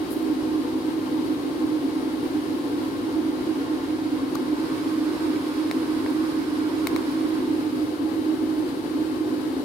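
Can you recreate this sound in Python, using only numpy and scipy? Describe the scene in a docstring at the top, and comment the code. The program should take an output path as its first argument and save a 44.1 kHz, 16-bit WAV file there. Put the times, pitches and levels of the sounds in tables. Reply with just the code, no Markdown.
"""A kitchen extractor hood runs steadily above a phone by the hob: turbulence booms in its casing, air
rushes through the grease filter, the motor hums faintly, and the blades' wavering tone near 300 Hz soon firms up.
Thin fizzes of hiss come at the start and now and then later. An arm reaches past, then the phone is
picked up: its case clicks, and its shaded right microphone hears more treble in the hand.
More clicks follow; near the end the phone is put back and the right treble sinks again."""
import sys
import numpy as np
from scipy import signal
from scipy.fft import rfft, irfft
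from scipy.io import wavfile

SR = 44100
rng = np.random.default_rng(int(sys.argv[2]) if len(sys.argv) > 2 else 0)


def unload_wav(signal):
    """Save mono or channel-first audio to the path in sys.argv[1] as 16-bit WAV at rate SR, clipped to [-1, 1]."""
    wavfile.write(
        sys.argv[1],
        SR,
        np.round(np.clip(np.atleast_2d(signal).T, -1, 1) * 32767).astype(np.int16),
    )


N = 425124
HZ = np.fft.rfftfreq(N, 1 / SR)
TIME = np.arange(N) / SR


def gain_of(db):
    """Decibels to amplitude."""
    return 10 ** (np.asarray(db) / 20)


def spectrum(rows):
    """Each column of a table, joined by straight lines over log frequency."""
    hz, *columns = np.transpose(sorted(rows))
    return np.array([np.interp(np.log(HZ + 1), np.log(hz), column) for column in columns])


def noise():
    """Spectrum of white noise at 0 dB per Hz."""
    return rfft(rng.standard_normal(N)) * np.sqrt(SR / 2)


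def drift(hz):
    """Slow random wander of rms 1, fading out above about hz."""
    wander = irfft(noise() * np.exp(-(HZ / hz) ** 2), N)
    return wander / wander.std()


def move(middle_s, takes_s):
    """One smooth step from 0 to 1, easing in and out."""
    progress = np.clip((TIME - middle_s) / takes_s, -.5, .5)
    return .5 + .5 * np.sin(np.pi * progress)


def hand_moves():
    """The phone is picked up once and put back once; each move is a smooth step."""
    picked_up = move(middle_s=4.58, takes_s=0.38)
    put_back = move(middle_s=7.56, takes_s=0.96)
    return picked_up, put_back


def boom(cutoff_hz=170):
    """Eddies drive each resonance at random; close neighbours beat into a throbbing whir."""
    # resonances of hood and blower casing, levels ahead of the mouth's cut-off:
    # (frequency [Hz], width at -6 dB [Hz], left level [dB per Hz], right level [dB per Hz], left lead [rad])
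    resonances = [(202.8, 19, -64, -63.5, 0.7), (259.8, 24.2, -47.5, -52, -0.05),
                  (273.5, 25.8, -47, -48, -0.5), (290, 23.7, -46.5, -47.5, -0.85),
                  (308.7, 17, -50, -41.5, -0.28), (323.04, 11.1, -48.5, -42.5, 0.72),
                  (353.8, 24, -51, -50.5, 0.57), (372.4, 11.2, -56, -52, 1.0), (402.1, 21, -54, -54, 1.08),
                  (432.3, 23.6, -59.5, -68, 1.2), (475.5, 15.4, -61, -70, 0),
                  (494.5, 17.7, -57, -64.5, 0.75), (545, 26, -62.5, -64, 0.57), (605, 33, -69.5, -69.5, 0),
                  (698.4, 57, -67.5, -74.5, 0.66), (877.4, 64, -66.5, -69, 0.44),
                  (1055, 22, -91, -64.5, 0.2), (1099, 49, -67.5, -78, -3), (1397, 21, -85, -70.5, -1.3),
                  (1559, 64, -93, -75, -0.8), (2233, 87, -84, -80.5, -0.5), (3030, 290, -80, -90.5, 1.1),
                  (3770, 180, -81, -87, -1.5)]
    out = np.zeros((2, len(HZ)), complex)
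    for hz, width, left_db, right_db, lead in resonances:
        ringing = noise() / (1 + 2j * (HZ - hz) / width) ** 2
        # a standing wave meets each microphone with its own strength and phase
        at_microphones = [gain_of(left_db), gain_of(right_db) * np.exp(-1j * lead)]
        out += np.outer(at_microphones, ringing)
    # the hood's mouth radiates little below its cut-off
    mouth = 1 / np.sqrt(1 + (cutoff_hz / (HZ + 1)) ** 10)
    return irfft(out * mouth, N)


def blades(wander_hz=3.597, wander_rate_hz=4, swell_db=2, swell_rate_hz=10, early_db=-2):
    """The blades chop the air into a tone that wanders with the load, the steady core of the whir."""
    # the tone once firm, before its swell:
    # (frequency [Hz], left level [dB rms], right level [dB rms], left lead [rad])
    blade_pitch = (312, -33.5, -28.1, -0.27)
    hz, left_db, right_db, lead = blade_pitch
    phase = 2 * np.pi * np.cumsum(hz + wander_hz * drift(wander_rate_hz)) / SR
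    left = gain_of(left_db) * np.sin(phase)
    right = gain_of(right_db) * np.sin(phase - lead)
    # weaker at first, the tone firms up once
    early = 1 - move(middle_s=3.2, takes_s=1)
    level_db = swell_db * drift(swell_rate_hz) + early_db * early
    return np.sqrt(2) * np.array([left, right]) * gain_of(level_db)


def airflow(flutter_db=0.44, flutter_hz=14):
    """Broad turbulence: alike at both microphones in the bass, diffuse in the treble, fluttering slightly."""
    # the two microphones in the fan's sound: (frequency [Hz], likeness [0-1], left lead [rad])
    microphone_likeness = [(45, .95, -.7), (100, .96, -.5), (220, .96, -.2), (370, .85, .8), (430, .5, .6),
                           (500, .8, .15), (700, .68, .2), (860, .42, 0), (980, .1, 0), (1300, .42, -1.6),
                           (1700, .45, -2.8), (2300, .3, -.6), (3000, 0, 0)]
    # low roar of the duct: (frequency [Hz], left level [dB per Hz], right level [dB per Hz])
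    duct_roar = [(20, -97, -98), (36, -80, -92), (49.5, -67.5, -81), (75, -70, -77), (107, -65, -72),
                 (181, -67, -69.5), (230, -85, -85), (477, -63, -70), (500, -65, -77.5), (656, -75, -79.5),
                 (750, -71, -69.5), (827, -67.5, -100)]
    # air through the filter, continuing the roar upward:
    # (frequency [Hz], left level [dB per Hz], right level [dB per Hz])
    filter_rush = [(965, -70.5, -69.5), (1077, -69, -76), (1330, -74, -78), (1630, -74.5, -78),
                   (2430, -81.5, -82.5), (3620, -81.5, -83.5), (3900, -78, -83), (4820, -80.5, -84),
                   (5920, -88.5, -91), (7400, -90, -94), (10450, -86.5, -92), (12600, -89.5, -98.4),
                   (15500, -94, -110)]
    likeness, lead = spectrum(microphone_likeness)
    likeness = np.clip(likeness, 0, 1)
    left = noise()
    shared = likeness * left * np.exp(-1j * lead)
    right = shared + np.sqrt(1 - likeness ** 2) * noise()
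    air = np.array([left, right]) * gain_of(spectrum(duct_roar + filter_rush))
    # the room's ripple differs at each place of the phone: as it first stands, in the hand, put back
    picked_up, put_back = hand_moves()
    places = [1 - picked_up, picked_up - put_back, put_back]
    heard = np.zeros((2, N))
    for presence in places:
        # only the diffuse share of the sound carries the ripple
        rippled = air * room_ripple() ** (1 - likeness ** 2)
        heard += presence * irfft(rippled, N)
    return heard * gain_of(flutter_db * drift(flutter_hz))


def room_ripple(depth_db=3.5, smooth_hz=18, fades_hz=3500):
    """Reflections from tiles and cupboards cut peaks and dips into each spectrum, shallower in the treble."""
    smoothing = np.hanning(round(2 * smooth_hz * N / SR))
    ripple = signal.fftconvolve(rng.standard_normal((2, len(HZ))), smoothing[None], "same")
    return gain_of(depth_db * ripple / ripple.std() / np.hypot(1, HZ / fades_hz))


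def handling(snap_db=-8, snap_t60=0.014, echo_db=-25, echo_t60=0.15, right_corner_hz=14000):
    """Each click is a bright tick of the case, a hollow knock and a fingertip thud, loud at the left microphone."""
    # clicks of the handled case: (time [s], tick level [dB], tick's top [dB], knock level [dB],
    # knock pitch [Hz], thud level [dB], retuning of case and body by the grip [factor])
    clicks = [(4.3516, -27, 5, -45, 2200, -45, 1.07), (4.3548, -22, -1.5, -21, 1145, -45, 1.07),
              (4.3551, -34, -3, -29, 1440, -45, 1.07), (5.3605, -38, -11, -34, 2250, -34, 1),
              (5.7122, -18.5, -6, -22.5, 2190, -23, .98), (6.0622, -35, -13, -30, 2210, -20.5, .9),
              (6.8706, -15.5, 1.5, -19, 2190, -21, 1), (6.8719, -21.5, 2, -36, 2220, -45, 1),
              (6.9621, -18, -4.5, -24, 2220, -22, 1)]
    # a tick rings the case: (frequency [Hz], level [dB], t60 [s])
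    case_modes = [(3780, -6.5, .009), (4230, -3.5, .011), (5400, -9.5, .007), (6400, -11.5, .007),
                  (7200, -11.5, .008), (8900, -8, .009), (12900, -9, .007), (13800, -6, .008),
                  (15100, -11, .006)]
    # a thud rings the phone's body: (frequency [Hz], level [dB], t60 [s])
    body_modes = [(700, 0, .015), (1020, 0, .017), (1800, -10, .016)]
    # the knock's longer ring and short clack: (frequency [multiple of knock pitch], level [dB], t60 [s])
    knock_modes = [(1, 0, .019), (1.08, -1, .006)]
    far_mic_db = -15
    out = np.zeros((2, N))
    t = np.arange(SR // 10) / SR
    # a sharp snap, then its faint scatter off the counter and wall
    fade = gain_of(snap_db - 60 * t / snap_t60) + gain_of(echo_db - 60 * t / echo_t60)
    for s, tick_db, top_db, knock_db, knock_hz, thud_db, grip in clicks:
        snap = fade * rng.standard_normal((2, len(t)))
        # the top sets how bright the tick is; neighbouring case modes swing in opposite directions
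        tick = gain_of(tick_db) * shelf(snap + ring(case_modes, grip, t, swing=-0.98), top_db)
        knock = gain_of(knock_db) * ring(knock_modes, knock_hz, t)
        thud = gain_of(thud_db) * ring(body_modes, grip, t)
        left, right = tick + knock - thud
        # the far microphone hears it weak and dull
        far = gain_of(far_mic_db) * soften(right, right_corner_hz)
        add(out, s, np.array([left, far]))
    # the small phone radiates little low sound
    return signal.sosfilt(signal.butter(2, 480, "highpass", fs=SR, output="sos"), out)


def ring(modes, tuning, t, swing=1, tuned_below_hz=5000):
    """Sum of dying vibrations; tuning scales the low modes only, and swing multiplies each next mode."""
    out = np.zeros(len(t))
    for k, (hz, db, t60) in enumerate(modes):
        pitch_hz = hz * tuning if hz < tuned_below_hz else hz
        out += swing ** k * gain_of(db - 60 * t / t60) * np.sin(2 * np.pi * pitch_hz * t)
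    return out


def shelf(x, db, corner_hz=8000):
    """Raises or lowers everything above the corner by db, by way of a two-band crossover."""
    low = signal.butter(2, corner_hz, "lowpass", fs=SR, output="sos")
    high = signal.butter(2, corner_hz, "highpass", fs=SR, output="sos")
    bottom = signal.sosfilt(np.vstack([low, low]), x)
    top = signal.sosfilt(np.vstack([high, high]), x)
    return bottom + gain_of(db) * top


def soften(x, corner_hz):
    """One-pole low-pass."""
    r = np.exp(-2 * np.pi * corner_hz / SR)
    return signal.lfilter([1 - r], [1, -r], x)


def add(mix, s, sound):
    """Adds a stereo sound to the mix at time s."""
    part = mix[:, round(s * SR):][:, :sound.shape[1]]
    part += sound[:, :part.shape[1]]


def fizzes(rise_s=0.0074, spurt_db=6, spurt_t60=0.059, right_db=-6, ragged_db=2.8, ragged_hz=90):
    """Thin fizzes of hiss: each stage is a short ragged spurt, then a tail that dies away in the tiled room;
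    the first fizz swells in from a faint lead-in."""
    # brief high hiss: (start [s], tail level [dB], tail t60 [s]); the first row is a faint lead-in to the
    # second, together one fizz
    hiss_stages = [(.078, -49, .4), (.104, -39, .55), (2.22, -51, .4), (6.09, -50, .4), (7.11, -51, .35),
                   (7.28, -51, .2)]
    # their colour: (frequency [Hz], relative level [dB])
    hiss_colour = [(3000, -40), (7000, -9), (8800, -9), (10000, 0), (11800, -2), (13000, -4), (15500, -4.5)]
    hiss = irfft(np.array([noise(), noise()]) * gain_of(spectrum(hiss_colour)), N)
    level = np.zeros(N)
    for s, db, t60 in hiss_stages:
        age = np.maximum(TIME - s, 0)
        spurt = gain_of(spurt_db - 60 * age / spurt_t60)
        tail = gain_of(-60 * age / t60)
        level += gain_of(db) * (spurt + tail) * (1 - np.exp(-age / rise_s))
    ragged = gain_of(ragged_db * drift(ragged_hz))
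    return hiss / hiss.std() * level * ragged * gain_of([[0], [right_db]])


def motor(waver_hz=4, waver_rate_hz=7, right_db=-5):
    """Faint tones that waver in the draught, weaker on the right."""
    # motor hum near multiples of the mains, and a thin whine: (frequency [Hz], left level [dB rms])
    hum_tones = [(98, -51.5), (151, -56), (200, -60), (1974, -83)]
    hum = np.zeros(N)
    for hz, db in hum_tones:
        turns = np.cumsum(hz + waver_hz * drift(waver_rate_hz)) / SR
        hum += np.sqrt(2) * gain_of(db) * np.sin(2 * np.pi * turns)
    return np.outer(gain_of([0, right_db]), hum)


def placement(sound, shade_hz=3500, left_treble_db=-1.05, arm_shade_db=-1.8, arm_reflects=0.16):
    """A passing arm shades the left treble and reflects sound to the right microphone, which the hand uncovers."""
    # what the right microphone gains when wholly free: (frequency [Hz], gain [dB])
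    uncovering = [(400, 0), (800, 1.5), (1500, 6), (2400, 4.5), (5000, 5), (10000, 5.5), (15000, 4)]
    left, right = sound
    # the reaching arm sweeps past once, nearest at 3.85 s
    arm = np.exp(-((TIME - 3.85) / 0.68) ** 2)
    picked_up, put_back = hand_moves()
    # how free the right microphone is: 0 as it first stands, 1 wholly free, below 0 more shaded
    free = 0.76 * (picked_up - put_back) - 0.2 * put_back
    treble = irfft(rfft(left) * HZ ** 2 / (HZ ** 2 + shade_hz ** 2), N)
    gained = irfft(rfft(right) * (gain_of(spectrum(uncovering)[0]) - 1), N)
    shaded_left = left + (gain_of(left_treble_db + arm_shade_db * arm) - 1) * treble
    opened_right = right + (free + arm_reflects * arm) * gained
    return np.array([shaded_left, opened_right])


def fingers(sound, shade_hz=7000):
    """A finger briefly dulls the right microphone as the phone is gripped and let go."""
    # passing fingers: (time [s], half-length of the bell-shaped dip [s], treble gain [dB])
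    finger_passes = [(4.51, .1, -3), (7.42, .11, -5)]
    left, right = sound
    cover_db = np.zeros(N)
    for s, length_s, db in finger_passes:
        cover_db += db * np.exp(-((TIME - s) / length_s) ** 2)
    treble = irfft(rfft(right) * HZ ** 4 / (HZ ** 4 + shade_hz ** 4), N)
    return np.array([left, right + (gain_of(cover_db) - 1) * treble])


def scene():
    """The fan and the small sounds as the phone hears them."""
    fan = boom() + blades() + airflow() + motor()
    small_sounds = handling() + fizzes()
    return fingers(placement(fan + small_sounds))


def record(dry, low_cut_hz=36, edge_hz=15850):
    """The microphones' bass cut, then the recorder's steep band limit."""
    thinned = signal.sosfilt(signal.butter(2, low_cut_hz, "highpass", fs=SR, output="sos"), dry)
    lowpass = signal.firwin(1023, edge_hz, window=("kaiser", 9), fs=SR)
    return signal.oaconvolve(thinned, lowpass[None], "same")


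dry = scene()
out = record(dry)
unload_wav(out)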